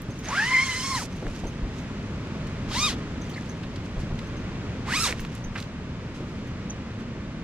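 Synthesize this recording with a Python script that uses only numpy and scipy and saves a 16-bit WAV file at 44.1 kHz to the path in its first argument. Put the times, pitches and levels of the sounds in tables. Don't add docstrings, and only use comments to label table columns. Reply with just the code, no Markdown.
import sys
import numpy as np
from scipy import signal
from scipy.fft import rfft, irfft, next_fast_len
from scipy.io import wavfile
from scipy.ndimage import uniform_filter1d

SR = 44100
rng = np.random.default_rng(int(sys.argv[2]) if len(sys.argv) > 2 else 0)


def digitize_waveform(pressure):
    field = np.atleast_2d(pressure).T
    bounded = np.clip(field, -1, 1)
    quanta = np.round(bounded * 32767).astype(np.int16)
    wavfile.write(sys.argv[1], SR, quanta)


N = 328041
TIME = np.arange(N) / SR

# time_s, tooth_rate_per_s
UP_PULL = [(0.22, 180), (0.32, 490), (0.385, 810), (0.425, 865), (0.46, 990), (0.51, 1040), (0.57, 1030),
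           (0.66, 1085), (0.73, 1000), (0.91, 1100), (0.97, 1000), (1.005, 650), (1.08, 99)]
LEFT_PULL = [(2.665, 169.8), (2.72, 597.6), (2.755, 937), (2.815, 1215), (2.865, 1262), (2.895, 983),
             (2.925, 573), (2.965, 161.1)]
RIGHT_PULL = [(4.845, 189.7), (4.89, 571.3), (4.935, 934), (4.972, 1297), (4.99, 1233), (5.012, 1362),
              (5.035, 1361), (5.06, 1061), (5.085, 607), (5.15, 144.4)]
# (per Hz, relative)
UP_TAPE = [(300, -24), (700, -20), (1100, -4), (1900, 2.5), (2700, -3), (4000, -5), (5500, -3),
           (7200, -7.5), (9000, -12.5), (10700, -15.5), (12000, -22), (15000, -31)]
LEFT_TAPE = [(300, -11), (700, -2), (1100, -3), (1600, -3), (2400, -1.5), (3700, 2), (5000, -0.5),
             (7000, -6), (8500, -12), (11000, -16.5), (15000, -30)]
RIGHT_TAPE = [(300, -24), (700, -8), (1100, -0.5), (2100, 4.5), (3100, -2.5), (4000, -1), (5400, -2),
              (7800, -6.5), (9500, -12), (12500, -18.5), (15000, -31)]
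# frequency_hz, left_minus_right_db
UP_LEAN = [(1000, -1), (2400, 0.5), (4400, -2), (8000, -4.5), (15000, -3)]
LEFT_LEAN = [(1000, -1), (3500, 2.5), (5000, -3), (8000, -4), (15000, -3)]
RIGHT_LEAN = [(1000, -3.5), (2800, 2), (4400, -3), (8000, -8.5), (15000, -8)]
# time_s, tooth_note_db, octave_db
UP_SINGING = [(0.28, -4, 12), (0.36, 3, 14.5), (0.43, 4, 15), (0.455, -0.5, 5.5), (0.55, 4, 19.5),
              (0.635, 1, 15.5), (0.66, 0, 3.5), (0.7, -5.5, 14), (0.79, -8.5, -1.5), (0.96, 6.5, -1.5),
              (1.01, -4, 5)]
# frequency_hz, gain_db
LEFT_PANEL = [(400, 1), (800, -13), (1000, -2), (1220, 0), (1500, -14), (2000, -6), (2500, 1.5)]
RIGHT_PANEL = [(400, -9), (750, -9.5), (1050, -2.5), (1300, -4.5), (1550, -3), (1850, 1.5), (2150, -4),
               (2700, -7.5)]
# frequency_hz, likeness_0_to_1
NEAR_LIKENESS = [(300, .97), (1400, 0.68), (2500, 1), (4000, 0.75), (7000, 0.17), (15000, 0)]
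AIR_LIKENESS = [(25, 0.8), (70, 0.98), (140, 1), (300, 1), (700, 0.86), (2000, 0.64), (5000, 0.36),
                (12000, 0.06)]
# start_s, ring_db (relative), top_mode_brightness_db
TAB_KNOCKS = [(0.105, -49, -20), (0.188, -46.5, -19), (0.244, -40, -31), (0.2844, -41, -35),
              (1.1237, -52, -25), (1.159, -49, -21), (1.4676, -43.5, -25), (1.8094, -68, -16),
              (3.2165, -50, -28), (3.2944, -49, -19), (3.4915, -42.5, -28), (4.2712, -53.5, -22),
              (4.3665, -49, -31), (5.1997, -46, -14), (5.44, -50, -28), (5.6022, -63, -2),
              (6.4722, -57, -17), (6.698, -45.5, -30)]
# frequency_hz, level_db (relative), t60_s
TAB_MODES = [(6234, 3, 0.1), (9800, -6, .13), (14960, 6, 0.14)]
# start_s, peak_db (before widening), centre_hz, decay_s
SNAPS = [(.019, -34.5, 9450, 0.00036), (1.267, -26, 900, 0.00087), (2.467, -44, 4300, 0.0041),
         (3.631, -38, 2160, 0.0054), (3.758, -37.5, 3350, 0.0033), (3.999, -47, 4700, .004),
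         (4.189, -32, 2580, 0.0023), (5.125, -19, 1590, 0.00043), (5.195, -28, 1570, 0.00059),
         (5.249, -31, 1390, 0.00063), (5.349, -39, 6860, 0.0022), (5.553, -27, 1420, 0.0075),
         (5.575, -31.5, 2300, 0.0066), (5.602, -29, 3920, 0.00035), (5.624, -34, 3200, 0.0017),
         (6.141, -45, 3800, 0.016)]
# start_s, swing_db (relative), swing_hz, puff_db (relative)
FLAPS = [(0.088, -17.5, 117, -31), (1.224, -20, 188, -26.5), (1.254, -19, 27.2, -29),
         (1.436, -20.5, 32, -25.5), (1.625, -13.5, 46.3, -32), (3.964, -18, 35.0, -31),
         (4.033, -18, 118, -33), (4.1, -21, 29.4, -30.5), (5.124, -29, 124, -32.5),
         (5.192, -24, 26.76, -43), (5.449, -21, 27.3, -43), (6.205, -18, 136, -29)]
# start_s, length_s, first_hz, last_hz, level_db
SQUEAKS = [(3.291, 0.023, 3510, 2930, -45), (3.332, 0.026, 4500, 4050, -43),
           (3.357, 0.017, 1890, 2160, -37), (3.372, 0.016, 2200, 1670, -33.5)]
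# height_s, spread_s, level_db (relative)
RUBS = [(0.197, .25, -62), (1.127, 0.15, -61.5), (1.354, 0.2, -56.5), (1.49, 0.034, -69), (1.792, .06, -57),
        (2.452, .2, -73), (3.375, 0.21, -59), (3.855, 0.033, -58.5), (4.009, 0.047, -56),
        (4.233, 0.18, -64), (5.193, 0.12, -55.5), (5.36, 0.076, -56), (5.6, 0.079, -55.5),
        (6.28, 0.34, -65.5), (7.002, .02, -59)]
# (per Hz, relative)
CLOTH = [(500, -51), (1200, -11), (2500, 5.5), (4500, 1), (6500, 0.5), (8500, -8), (12000, -17),
         (15000, -27)]
# (per Hz, relative)
AIR = [(12, -43), (20, -8.5), (43, -5), (70, -4.5), (103, -1.5), (211, -3.5), (249, -5), (310, -11),
       (387, -13.5), (656, -19.5), (713, -24), (1080, -22), (2280, -26), (6720, -41), (15000, -75)]

CRACKLE_DB, CRACKLE_HZ, CRACKLE_DECAY_S = -52, 4500, .0015
STIR_DB, SETTLE_DB_PER_S, SETTLE_FROM_S = -65.5, 3.5, 3.4
AIR_DB = -33.5
RIGHT_LEAD_S, AIR_RIGHT_LEAD_S = .00004, .00008
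CUTOFF_HZ = 15500


def from_db(db):
    return 10 ** (np.asarray(db) / 20)


def rms_one(x):
    return x / np.sqrt(np.mean(x ** 2) + 1e-20)


def at_hz(points, hz):
    points = np.array(points)
    return np.interp(np.log(np.maximum(hz, 1)), np.log(points[:, 0]), points[:, 1])


def columns_at(rows, t):
    s, *columns = np.transpose(rows)
    return [np.interp(t, s, c) for c in columns]


def filtered(x, gain_at):
    size = next_fast_len(x.shape[-1] + 512)
    spectrum = rfft(x, size) * gain_at(np.fft.rfftfreq(size, 1 / SR))
    return irfft(spectrum, size)[..., :x.shape[-1]]


def coloured(x, spectrum):
    return rms_one(filtered(x, lambda hz: from_db(at_hz(spectrum, hz))))


def wander(corner_hz, size):
    return rms_one(filtered(rng.standard_normal(size), lambda hz: 1 / (1 + (hz / corner_hz) ** 2)))


def spread(mid, side, likeness):
    def alike(hz):
        return np.clip(at_hz(likeness, hz), 0, .999)
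    shared = filtered(mid, lambda hz: np.sqrt(1 + alike(hz)))
    opposed = filtered(side, lambda hz: np.sqrt(1 - alike(hz)))
    return shared + opposed * [[1], [-1]]


def panned(x, lean_db):
    return x * from_db(np.array([[1], [-1]]) * lean_db / 2)


def right_first(x, lead_s):
    return filtered(x, lambda hz: np.exp(-2j * np.pi * hz * lead_s * np.array([[1], [0]])))


def faded(t, fade_s):
    return np.clip(np.minimum(t - t[0], t[-1] - t) / fade_s, 0, 1)


def add(out, s, sound):
    start = max(round(s * SR), 0)
    out[..., start:start + sound.shape[-1]] += sound[..., :N - start]


def band(x, low_hz, high_hz):
    edges_hz = [max(low_hz, 10), min(high_hz, .45 * SR)]
    return signal.sosfilt(signal.butter(2, edges_hz, "band", fs=SR, output="sos"), x)


def zipper(pull, tape, lean, jitter, whine_db, brighten_db, harder_db, rasp_db, knee_per_s, press_db,
           note_db, octave_db, handover_db, panel, rough, slop, singing=((0, 0, 0),), doubling_db=13):
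    t = TIME[(TIME >= pull[0][0]) & (TIME <= pull[-1][0])]
    size = len(t)
    teeth_per_s, = columns_at(pull, t)
    speed = teeth_per_s / teeth_per_s.max()
    along = np.linspace(-.5, .5, size)
    pull_db = doubling_db * np.log2(teeth_per_s / np.hypot(teeth_per_s, knee_per_s))
    pressed_db = rasp_db + press_db * along
    uneven_rate = jitter * teeth_per_s.max() / speed * wander(110, size)
    teeth = np.cumsum(teeth_per_s + uneven_rate) / SR

    def partial(order, fading_db, slip):
        grain = rough / speed * (wander(230, size) + 1j * wander(170, size))
        cycles = order * (teeth + slip * wander(137, size)) + rng.random()
        turn = np.exp(2j * np.pi * cycles)
        tone = np.real(turn * (1 + grain)) / np.sqrt(1 + 2 * (rough / speed) ** 2)
        return rms_one(tone * from_db(fading_db * wander(24, size)))

    def row(uneven_db=1.0, scrape_db=-2):
        passed = np.maximum.accumulate(np.floor(teeth + slop * wander(500, size)))
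        strength = from_db(uneven_db * np.clip(rng.standard_normal(size), -2, 2))
        clicks = np.diff(passed, prepend=passed[0]) * strength
        clicks = rms_one(clicks - uniform_filter1d(clicks, size=256))
        scrape = rms_one(rng.standard_normal(size) * np.exp(-2.5 * (teeth % 1)))
        overtones = sum(partial(k, fading_db=4.0, slip=slop / 5) / (1 + (k / 8.1) ** 3) for k in range(3, 11))
        whine = from_db(whine_db) * speed ** 3
        loose = rms_one(clicks + from_db(scrape_db) * scrape)
        return (loose + whine * rms_one(overtones)) / np.sqrt(1 + 2 * whine ** 2)

    rasp = coloured(spread(row(), row(), NEAR_LIKENESS), tape)
    treble = filtered(rasp, lambda hz: hz ** 4 / (hz ** 4 + 4200 ** 4))
    tilt_db = brighten_db * along + harder_db * (speed - .7)
    rasp = treble * from_db(tilt_db / 2) + (rasp - treble) * from_db(-tilt_db / 2)
    first_db, second_db = columns_at(singing, t)
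    note_level_db = note_db + handover_db * along + first_db + at_hz(panel, teeth_per_s)
    octave_level_db = octave_db - handover_db * along + second_db + at_hz(panel, 2 * teeth_per_s)
    note = from_db(note_level_db) * partial(0.99, fading_db=2.64, slip=0.0097)
    octave = from_db(octave_level_db) * partial(2, fading_db=2.64, slip=0.022)
    stroke = from_db(pull_db) * (from_db(pressed_db) * rasp + note + octave) * faded(t, fade_s=0.021)
    return filtered(stroke, lambda hz: panned(1.0, at_hz(lean, hz)))


def tabs(tick_db=24, tick_s=0.0043, lean_db=-4, chatter_db=4.0, uneven_db=3.5):
    out, t = np.zeros((2, N)), TIME[:SR // 4]
    for s, ring_db, bright_db in TAB_KNOCKS:
        burst = rng.standard_normal((2, len(t))) * np.sqrt(t / tick_s) * np.exp(-t / tick_s)
        knock = from_db(ring_db + bright_db + tick_db) * band(burst, 4500, 11000)
        brightness = [(TAB_MODES[0][0], 0), (TAB_MODES[-1][0], bright_db)]
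        for hz, mode_db, t60 in TAB_MODES:
            phase = 2 * np.pi * hz * t + 0.57 * wander(250, len(t)) + rng.normal(0, 1.0, (2, 1))
            struck_db = ring_db + at_hz(brightness, hz) + rng.normal(0, uneven_db)
            ring = from_db(struck_db + mode_db - 60 * t / t60 + chatter_db * wander(120, len(t)))
            knock = knock + ring * np.sin(phase) * faded(t, fade_s=0.0011)
        add(out, s, knock)
    return panned(out, lean_db)


def snaps(tail_db=-20, tail_s=0.013, width=1.67, lean_db=-2):
    out, t = np.zeros((2, N)), TIME[:SR // 8]
    for s, peak_db, hz, decay_s in SNAPS + crackles(count=6):
        swell = t / decay_s * np.exp(1 - t / decay_s) + from_db(tail_db) * np.exp(-t / tail_s)
        burst = band(rng.standard_normal((2, len(t))) * swell, hz / width, hz * width)
        add(out, s, from_db(peak_db) * burst / np.abs(burst).max(axis=1, keepdims=True))
    return panned(spread(*out, NEAR_LIKENESS), lean_db)


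def crackles(count):
    return [(SETTLE_FROM_S * when, CRACKLE_DB + 6 * (hard - .5), CRACKLE_HZ * 2 ** (pitch - .5), CRACKLE_DECAY_S)
            for when, hard, pitch in rng.random((count, 3))]


def flaps(level_db=-2, cycles=0.9, puff_gain_db=0.1, puff_s=0.029):
    out, t = np.zeros(N), TIME[:SR // 4]
    for s, swing_db, hz, puff_db in FLAPS:
        swing = from_db(swing_db + level_db) * np.sin(2 * np.pi * hz * t) * np.exp(-t * hz / cycles)
        puff = band(rng.standard_normal(len(t)) * np.exp(-t / puff_s), 108, 520)
        puff = from_db(puff_db + puff_gain_db) * puff / np.abs(puff).max()
        add(out, s, (swing + puff) * faded(t, fade_s=0.0013))
    return out


def squeaks(waver=0.072):
    out = np.zeros(N)
    for s, length_s, first_hz, last_hz, level_db in SQUEAKS:
        size = round(length_s * SR)
        hz = np.linspace(first_hz, last_hz, size) * (1 + waver * wander(600, size))
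        tone = np.sin(2 * np.pi * np.cumsum(hz) / SR)
        add(out, s, from_db(level_db) * signal.windows.tukey(size, .7) * tone)
    return out


def rustle(level_db=6, grain_db=2.5, lean_db=-4.0, restless_db=-1.0):
    settled_db = SETTLE_DB_PER_S * np.maximum(TIME - SETTLE_FROM_S, 0)
    stir = from_db(STIR_DB - settled_db + restless_db * wander(8.6, N))
    rub_power = sum((from_db(db) * np.exp(-2 * ((TIME - s) / spread_s) ** 2)) ** 2 for s, spread_s, db in RUBS)
    level = from_db(level_db) * np.sqrt(stir ** 2 + rub_power)
    grains = rng.standard_normal((2, N)) * from_db(grain_db * wander(140, N))
    return panned(level * coloured(spread(*grains, NEAR_LIKENESS), CLOTH), lean_db)


def outdoors(swell_db=1.3):
    air = coloured(spread(*rng.standard_normal((2, N)), AIR_LIKENESS), AIR)
    return air * from_db(AIR_DB + swell_db * wander(0.34, N))


def scene():
    up = zipper(UP_PULL, UP_TAPE, UP_LEAN, jitter=.016, whine_db=0, brighten_db=20, harder_db=-2,
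                rasp_db=-31.5, knee_per_s=383, press_db=-0.5, note_db=-32.0, octave_db=-34.5,
                handover_db=1.0, panel=RIGHT_PANEL, rough=0.13, slop=.2, singing=UP_SINGING)
    left = zipper(LEFT_PULL, LEFT_TAPE, LEFT_LEAN, jitter=0.0092, whine_db=2.5, brighten_db=1, harder_db=13,
                  rasp_db=-21, knee_per_s=1140, press_db=1.5, note_db=-24.5, octave_db=-24.5,
                  handover_db=-2.0, panel=LEFT_PANEL, rough=0.17, slop=.08)
    right = zipper(RIGHT_PULL, RIGHT_TAPE, RIGHT_LEAN, jitter=0.008, whine_db=3.0, brighten_db=12, harder_db=15,
                   rasp_db=-23.5, knee_per_s=810, press_db=12.5, note_db=-25.5, octave_db=-24,
                   handover_db=15, panel=RIGHT_PANEL, rough=0.2, slop=.09)
    near = snaps() + squeaks() + rustle()
    for pull, stroke in ((UP_PULL, up), (LEFT_PULL, left), (RIGHT_PULL, right)):
        add(near, pull[0][0], stroke)
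    return right_first(near, RIGHT_LEAD_S) + tabs() + flaps() + right_first(outdoors(), AIR_RIGHT_LEAD_S)


def record(dry):
    dry = signal.sosfilt(signal.butter(2, 18, "high", fs=SR, output="sos"), dry)
    return signal.sosfilt(signal.ellip(10, .2, 80, CUTOFF_HZ, fs=SR, output="sos"), dry)


dry = scene()
out = record(dry)
digitize_waveform(out)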